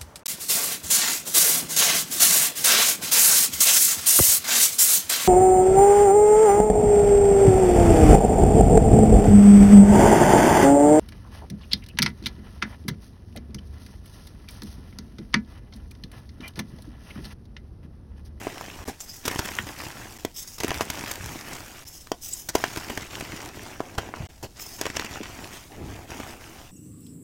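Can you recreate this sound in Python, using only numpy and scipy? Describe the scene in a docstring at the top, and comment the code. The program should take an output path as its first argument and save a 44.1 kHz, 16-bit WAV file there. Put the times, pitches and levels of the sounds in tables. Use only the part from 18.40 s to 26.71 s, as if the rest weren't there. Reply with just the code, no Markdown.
"""Two hands crush dry chalk close by in a small room. A snap opens, then kneading crackle and crunches; at 0.6 s
packed powder first creaks and squeaks. More snaps (damped swings plus torn grit) follow up to 6.4 s, the strongest
near 4.2 s, with creaks (rough stick-slip hiss) between; from then on grains (tiny clicks over hiss) only crunch and
crumble. Soft thuds (low noise bursts) fall throughout; a faint echo and steady noise lie behind. The sound drops out
briefly near 0.45, 1.78, 3.45 and 5.88 s."""
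import sys
import numpy as np
from scipy import signal
from scipy.fft import rfft, irfft
from scipy.io import wavfile
from scipy.ndimage import uniform_filter1d, map_coordinates

SR = 44100
rng = np.random.default_rng(int(sys.argv[2]) if len(sys.argv) > 2 else 0)


def persist_wave(psi):
    """Save psi, clipped to +-1, as 16-bit WAV."""
    counts = np.round(np.clip(psi, -1, 1) * 32767).astype(np.int16)
    wavfile.write(sys.argv[1], SR, np.atleast_2d(counts).T)


N = 366471
TOP_HZ = 16000
# crunch and chip balance: lumps, crumbs, powder [level/dB]
CRUNCH_BALANCE_DB = [.5, -0.5, -1]


def amp(db):
    """Decibels to gain."""
    return 10 ** (np.asarray(db) / 20)


def unit(x):
    """Each row at rms 1."""
    return x / np.sqrt(np.mean(x ** 2, axis=-1, keepdims=True) + 1e-20)


def dose(x):
    """Each row with the energy of 10 ms at rms 1."""
    return unit(x) * np.sqrt(SR / 100 / x.shape[-1])


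def add(track, start_s, x):
    """Mix x into the track from start_s."""
    part = track[round(start_s * SR):][:len(x)]
    part += x[:len(part)]


def wobble(knots_per_s):
    """Smooth random curve through normally distributed knots."""
    knots = rng.standard_normal(int(N * knots_per_s / SR) + 4)
    return map_coordinates(knots, [np.arange(N) * knots_per_s / SR])


def band(x, lo_hz, hi_hz):
    """Causal band-pass, upper edge at most TOP_HZ."""
    sos = signal.butter(2, [lo_hz, min(hi_hz, TOP_HZ)], "band", fs=SR, output="sos")
    return signal.sosfilt(sos, x)


def coloured(x, points, size=4096):
    """Minimum-phase filter through (f/Hz, gain/dB) points, by folding the cepstrum."""
    hz, db = np.transpose(points)
    grid_hz = np.fft.rfftfreq(size, 1 / SR) + 1
    gain = amp(np.interp(np.log(grid_hz), np.log(hz), db))
    cepstrum = irfft(np.log(gain))
    cepstrum[1:size // 2] *= 2
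    cepstrum[size // 2 + 1:] = 0
    impulse = irfft(np.exp(rfft(cepstrum)))
    return signal.fftconvolve(x, impulse)[:N]


def press(t, length_s, rise_s, sag_db_per_s, fall_db_per_s):
    """Gain of one push of the fingers: builds up, sags as the chalk yields, dies on letting go."""
    release_s = np.maximum(t - length_s, 0)
    return np.minimum(t / rise_s, 1) * amp(-sag_db_per_s * t - fall_db_per_s * release_s)


def sizes(db, fineness_db, crumbs_db, mix_db):
    """Gains of lumps, crumbs, powder: fineness trades lumps for powder; extra crumbs take from both."""
    fineness = fineness_db * np.array([-1, 0, 1])
    crumbs = crumbs_db * np.array([-.5, 1, -.5])
    return amp(db + np.array(mix_db) + fineness + crumbs)


def cupped(x, depth_db, width_hz, hold_s, size=512):
    """Moving fingers enclose small cavities: narrow resonances come and go, one random knot per hold_s."""
    hz, t, z = signal.stft(x, SR, nperseg=size)
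    knots = np.clip(rng.standard_normal((size // 2, size)), -2, 2)
    where = np.meshgrid(hz / width_hz, t / hold_s, indexing="ij")
    field = map_coordinates(knots, where, order=1, mode="mirror")
    # small cavities leave long waves alone
    depth = depth_db * (hz / (hz + 700))[:, None]
    return signal.istft(z * amp(depth * field), nperseg=size)[1][..., :N]


def fractures(breaks_per_s, spread_db, octaves, dust, count=4, size=4):
    """Tiny breaks of random strength and pitch over dust hiss: rms-1 rows of lumps, crumbs, powder."""
    # edges between the ranges of lumps, crumbs and powder [f/Hz]
    range_edges_hz = [50, 900, 3500, 16500]
    # colour of crumbling chalk [f/Hz, gain/dB]
    chalk_colour = [(40, -2.5), (100, -0.5), (170, -7), (330, -3), (500, -11), (750, -7), (1150, -13),
                    (1900, -12), (2900, -15), (4100, -22.5), (5600, -18), (6800, -20.5), (10000, -29),
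                    (15500, -28)]
    n = int(breaks_per_s * N / SR)
    strength = amp(spread_db * np.minimum(rng.standard_normal((n, 1)), 2.5))
    pitch = rng.uniform(np.log2(range_edges_hz[0]), np.log2(range_edges_hz[-1]) + 1, (n, 1))
    # each break is a few cracks, mostly within 2 ms
    delay = rng.exponential(.0007 * SR, (n, size))
    at = (rng.integers(0, N, (n, 1)) + delay).astype(int) % N
    cracks = strength * rng.choice([-1, 1], (n, size)) * .5 ** (np.arange(size) / size)
    layers = []
    for lo, hi in zip(range_edges_hz, range_edges_hz[1:]):
        edges, layer = np.geomspace(lo, hi, count + 1), 0
        for a, b in zip(edges, edges[1:]):
            # a fragment sounds around its own pitch
            tint = np.exp(-((np.log2(a * b) / 2 - pitch) / octaves) ** 2)
            clicks = unit(np.bincount(at.ravel(), (cracks * tint).ravel(), N))
            # finer grains merge into more hiss
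            hiss = dust * (1 + a / 8000) * rng.standard_normal(N)
            # neighbouring bands alternate in sign
            layer = band(unit(clicks + hiss), a, b) - layer
        layers.append(coloured(layer, chalk_colour))
    return unit(np.array(layers))


def snaps():
    """A block parts at once: one damped swing of the halves, grit tearing off the broken faces."""
    # clean breaks, levels ahead of the common trim; crack = crumbs, grit = powder
    # [t/s, knock f/Hz, knock width/octaves, knock level/dB, crack level/dB, grit level/dB]
    snap_events = [(0.069, 437, 1.9, -24.5, -39, -49), (1.1872, 1900, 0.15, -22.5, -28, -43),
                   (1.8491, 362, 2.2, -23.5, -33.5, -32), (2.245, 304, 1.6, -21.5, -36, -33),
                   (2.316, 654, 1.9, -26, -32, -40), (2.4085, 520, 2, -23, -27.5, -31),
                   (3.7171, 500, 2, -22, -34, -31), (4.153, 510, 1.8, -15.5, -31, -26.5),
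                   (4.2395, 900, 1.7, -21, -24.5, -31), (5.4041, 520, 3.8, -23.5, -38.5, -46.5),
                   (5.5844, 790, 3, -28.5, -29, -42), (5.7392, 1000, 1.5, -31, -45, -60),
                   (6.4128, 445, 2.8, -28.5, -34, -27)]
    trim_db = -1.0
    out, t = np.zeros(N), np.arange(SR // 10) / SR
    grains = fractures(breaks_per_s=9000, spread_db=3.5, octaves=1.3, dust=0.7)
    tear = (1 - np.exp(-t / 0.00074)) * (np.exp(-t / 0.0024) + 0.021 * np.exp(-t / .009))
    for start_s, hz, octaves, knock_db, *grit_db in snap_events:
        half = 2 ** (octaves / 2)
        # the load lets go within about half a swing
        release = np.sin(np.pi * np.minimum(t * hz / 0.52, 1)) ** 2
        b, a = signal.butter(1, [hz / half, hz * half], "band", fs=SR)
        swing = signal.lfilter(b, a, release)
        # a nearby surface returns the knock after 2.8 ms
        swing = swing + 0.32 * np.interp(t - .0028, t, swing, left=0)
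        knock = amp(knock_db) * dose(band(swing, 73, TOP_HZ))
        torn = tear * grains[1:, round(start_s * SR):][:, :len(t)]
        add(out, start_s, knock + amp(grit_db) @ dose(torn))
    return out * amp(trim_db)


def crunches(grip):
    """A fracture front runs through a piece: a dense burst of breaks, sharp at first, then dying out."""
    # bursts of small fractures, level ahead of the size balance [t/s, length/s, level/dB, fineness/dB]
    crunch_events = [(0.2108, .002, -41.5, -4), (.475, 0.029, -33, -3.5), (.604, .01, -46.5, 10),
                     (.853, 0.016, -31.5, 2), (.879, .006, -27, 1), (.912, 0.0065, -35.5, -1),
                     (.959, 0.0054, -35, -6), (.99, .009, -26.5, -1.5), (1.053, 0.0088, -37, 1),
                     (1.268, .009, -41, -5), (2.183, .006, -45, 6), (2.202, .01, -33, 1.5),
                     (2.234, 0.0079, -30.5, 0), (2.28, .005, -34, -1), (2.291, .005, -36, -4),
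                     (2.3058, .0035, -30.5, -2), (2.343, .003, -39, 4), (2.414, 0.014, -35.5, 0),
                     (2.501, 0.0053, -31, 2.5), (2.638, .005, -38.5, -5), (2.712, .007, -34.5, 5),
                     (3.671, 0.0029, -50, 1.5), (4.087, 0.014, -32.5, 4.5), (4.151, 0.0076, -28.5, 0.5),
                     (4.361, .003, -37, -0.5), (4.372, 0.011, -33.5, -3), (4.499, .006, -36, -3),
                     (4.575, 0.0043, -32, -2.5), (4.808, .004, -36.5, -1.5), (5.579, 0.015, -30, -3.5),
                     (5.688, .009, -45.5, -8), (6.026, .033, -35.5, -2.5), (6.196, .005, -44.5, 4.5),
                     (6.455, .003, -33, -3.5), (6.464, 0.0054, -32.5, -1), (6.5, .004, -37, -2.5),
                     (6.567, .005, -35.5, -0.5), (6.596, .003, -32, 1), (6.646, .008, -37, -1.5),
                     (7.799, .0075, -39, -7)]
    # short bursts favour crumbs, long ones grind all sizes
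    ordinary_s, crumbs_db_per_halving = .007, 2
    out, t = np.zeros(N), np.arange(SR // 10) / SR
    grains = fractures(breaks_per_s=6000, spread_db=4.5, octaves=1.27, dust=0.36)
    grains = cupped(grains, depth_db=3.5, width_hz=389, hold_s=.04)
    bursts = []
    for start_s, length_s, db, fineness_db in crunch_events:
        crumbs_db = crumbs_db_per_halving * np.log2(ordinary_s / length_s)
        bursts.append((start_s, length_s, sizes(db, fineness_db, crumbs_db, CRUNCH_BALANCE_DB)))
    for start_s, length_s, gains in bursts + chips(grip):
        front = (1 - np.exp(-t / (0.037 * length_s))) * np.exp(-(t / length_s) ** 2.3)
        burst = front * grains[:, round(start_s * SR):][:, :len(t)]
        add(out, start_s, gains @ dose(burst))
    return out


def chips(grip):
    """Stray small fractures scaled by the knead's gain: rows of (t/s, length/s, gains)."""
    chips_per_s, length_s = 9, .002
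    # level relative to the knead, fineness, scatter of both
    level_db, chip_fineness_db, scatter_db = -5, 2.5, 3
    starts = rng.integers(0, N - SR // 10, int(chips_per_s * N / SR))
    chance = rng.standard_normal((len(starts), 2)).clip(-2, 2) * scatter_db
    rows = []
    for i, (db, fineness_db) in zip(starts, chance):
        gains = sizes(level_db + db, chip_fineness_db + fineness_db, 0, CRUNCH_BALANCE_DB)
        rows.append((i / SR, length_s, grip[:, i] * gains))
    return rows


def kneading():
    """Gain over time of lumps, crumbs, powder as fingers close on handful after handful."""
    # pushes of the fingers, level ahead of the size balance [t/s, length/s, level/dB, fineness/dB]
    knead_events = [(-.05, .16, -43, -1.5), (.12, .37, -45.5, -1), (.57, .26, -55, 2), (.83, .37, -39, 1),
                    (1.24, 0.068, -44.5, 1), (1.35, .15, -42.5, 0), (1.53, .13, -45.5, -1),
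                    (1.68, 0.12, -50.5, 2), (1.94, .22, -57, 3), (2.18, .11, -45, 1.5),
                    (2.31, .12, -39, -.5), (2.47, .29, -40.5, .5), (2.79, .22, -42.5, 1),
                    (3.039, .12, -41.5, 0), (3.17, .25, -49, 1), (3.47, .2, -61, 2),
                    (3.82, .24, -57.5, 1.5), (4.129, 0.34, -40.5, 1), (4.45, 0.2, -42.5, .5),
                    (4.689, 0.16, -41.5, 0), (4.87, 0.2, -41.5, -1), (5.119, .22, -44.5, -1),
                    (5.37, .18, -50, -3.5), (5.57, 0.095, -45.5, -3.5), (5.729, 0.099, -46.5, -3.5),
                    (6.14, .21, -50, 1.5), (6.37, 0.14, -43.5, 1), (6.53, .11, -37.5, 0),
                    (6.67, .1, -42, 0), (6.8, .28, -44.5, -.5), (7.1, .06, -44, 2.5), (7.19, .08, -55, 1),
                    (7.29, .15, -51, -7), (7.43, .2, -49, -4), (7.669, 0.26, -44.5, -1.5),
                    (7.98, .27, -49.5, -.5)]
    # balance of lumps, crumbs, powder [level/dB]
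    knead_balance_db = [1, 0, -1.5]
    rise_s, sag_db_per_s, fall_db_per_s = 0.036, 8.5, 142
    # a harder knead breaks off more crumbs
    ordinary_db, crumbs_db_per_db = -46, .18
    # powder rustles on the fingers between kneads
    rest_db, rest_fineness_db = -62.5, 1.5

    def mix(db, fineness_db):
        """Size gains for one knead level."""
        return sizes(db, fineness_db, crumbs_db_per_db * (db - ordinary_db), knead_balance_db)

    power = np.outer(mix(rest_db, rest_fineness_db) ** 2, np.ones(N))
    t = np.arange(SR) / SR
    for start_s, length_s, db, fineness_db in knead_events:
        push = press(t, length_s, rise_s, sag_db_per_s, fall_db_per_s)
        # a push begun before time 0 enters part-way
        heard = push[t >= -start_s]
        for track, gain in zip(power, mix(db, fineness_db)):
            add(track, max(start_s, 0), (gain * heard) ** 2)
    return np.sqrt(power)


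def crumbling(grip):
    """Grains grind together: hard squeezing crackles as grit, loose falling is mostly smooth powder."""
    # all grit at this crumb level; less over the range below it, at least a fifth
    gritty_db, gritty_range_db = -37.5, 16
    slips = amp(1.1 * wobble(20) + 1.7 * wobble(160))
    grit = slips * fractures(breaks_per_s=1100, spread_db=6.5, octaves=1.2, dust=.6)
    powder = fractures(breaks_per_s=2000, spread_db=5.5, octaves=1, dust=1)
    crumbs_db = 20 * np.log10(grip[1])
    share = np.clip(1 + (crumbs_db - gritty_db) / gritty_range_db, .2, 1)
    grains = np.sqrt(share) * unit(grit) + np.sqrt(1 - share) * powder
    grains = unit(cupped(grains, depth_db=4.0, width_hz=198.7, hold_s=.03))
    return np.sum(grip * grains, axis=0)


def brightened(x):
    """The top treble slowly grows and fades from handful to handful."""
    # treble gain above edge_hz [t/s, level/dB]
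    treble_points = [(0, 0), (1.6, 2.5), (2.4, .5), (3.2, 3), (6.7, -3.5), (7.1, 1.5)]
    edge_hz = 7800
    top = signal.sosfiltfilt(signal.butter(4, edge_hz, "high", fs=SR, output="sos"), x)
    gain_db = np.interp(np.arange(N) / SR, *np.transpose(treble_points))
    return x + top * (amp(gain_db) - 1)


def creaking():
    """Packed powder sticks and slips very fast: rough high hiss, at times narrowing to a squeak."""
    # powder under pressure [t/s, length/s, level/dB]
    squeeze_events = [(0.594, 0.018, -39.5), (.67, .1, -41), (1.94, 0.078, -35), (2.065, 0.072, -39.5),
                      (3.459, 0.022, -42), (3.514, 0.094, -43.5), (3.808, .2, -35), (6.188, 0.036, -36.5),
                      (6.242, 0.14, -42.5)]
    # squeaks of packed powder, centred on t [t/s, length/s, f/Hz, level/dB]
    squeak_events = [(0.61, .006, 7200, -34), (.7, .022, 5000, -42), (3.476, .012, 5500, -45),
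                     (3.938, .0045, 7740, -26)]
    # colour of the creak [f/Hz, gain/dB]
    creak_colour = [(1500, -27), (3200, -13.5), (4500, -18.5), (5150, 0), (5550, -4.5), (6300, -2.5),
                    (7100, -8), (7900, -7), (8500, -12.5), (15500, -10.5)]
    rise_s, sag_db_per_s, fall_db_per_s = .025, 20, 190
    t, power = np.arange(SR) / SR, np.zeros(N)
    for start_s, length_s, db in squeeze_events:
        push = press(t, length_s, rise_s, sag_db_per_s, fall_db_per_s)
        add(power, start_s, (amp(db) * push) ** 2)
    slips = rng.standard_normal(N) * amp(1.7 * wobble(900) + 2.9 * wobble(90))
    ringing = cupped(coloured(slips, creak_colour), depth_db=5.5, width_hz=200, hold_s=.07)
    out = np.sqrt(power) * unit(ringing)
    around = np.arange(-SR // 10, SR // 10) / SR
    for centre_s, length_s, hz, db in squeak_events:
        tone = unit(band(rng.standard_normal(len(around)), hz - 200, hz + 200))
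        swell = np.exp(-(around / length_s) ** 2)
        add(out, centre_s + around[0], amp(db) * swell * tone)
    return out


def thuds():
    """Soft landings of lumps and fingers shake the powder bed and the table: low noise bursts."""
    # landings, level as rms over the length [t/s, length/s, f/Hz, level/dB]
    thud_events = [(0.384, 0.054, 69.5, -41.5), (1.19, .09, 122, -41), (2.796, 0.11, 100, -39),
                   (4.5, .02, 254, -37), (5.801, 0.036, 90, -32.5), (6.804, 0.013, 278, -31.5),
                   (7.39, 0.16, 75, -39.5), (7.38, .17, 270, -42.5)]
    out, t = np.zeros(N), np.arange(SR // 2) / SR
    for start_s, length_s, hz, db in thud_events:
        burst = rng.standard_normal(len(t)) * np.exp(-(t / length_s) ** 2)
        push = band(burst, hz / 1.46, hz * 1.4)
        add(out, start_s, amp(db) * unit(push) * np.sqrt(length_s / t[-1]))
    return out


def room(x, t60_s, dull_hz):
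    """Short, dull answer from table and walls: decaying noise after 3 ms."""
    t = np.arange(SR // 2) / SR
    noise = band(rng.standard_normal(len(t)), 144, dull_hz)
    tail = noise * amp(-60 * t / t60_s) * (t > .003)
    return signal.fftconvolve(x, tail / np.linalg.norm(tail))[:N]


def room_background():
    """Steady room noise, strongest in the lows."""
    # colour of the background [f/Hz, gain/dB]
    floor_colour = [(20, -2), (70, -3.5), (236, -15), (450, -25), (1260, -46), (6000, -31), (15000, -35)]
    return amp(-51.5) * unit(coloured(rng.standard_normal(N), floor_colour))


def scene():
    """Chalk close by, faint echo of its snaps and crunches, room background."""
    grip = kneading()
    hits = snaps() + brightened(crunches(grip))
    grinding = brightened(crumbling(grip))
    echo = amp(-17) * room(hits, t60_s=0.12, dull_hz=5400)
    return (hits + echo + grinding + creaking() + thuds() + room_background())[None]


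def record(dry):
    """The sound cuts out for an instant now and then; nothing passes above TOP_HZ."""
    # dropouts [start t/s, end t/s]
    dropouts = [(.443, .453), (1.778, 1.786), (3.443, 3.451), (5.871, 5.889)]
    t = np.arange(N) / SR
    silent = sum((t > a) & (t < b) for a, b in dropouts)
    # 64-sample ramps at the edges
    live = uniform_filter1d(1. - silent, size=64)
    passed = np.fft.rfftfreq(2 * N, 1 / SR) < TOP_HZ
    return irfft(rfft(dry * live, 2 * N) * passed)[:, :N]


dry = scene()
out = record(dry)
persist_wave(out)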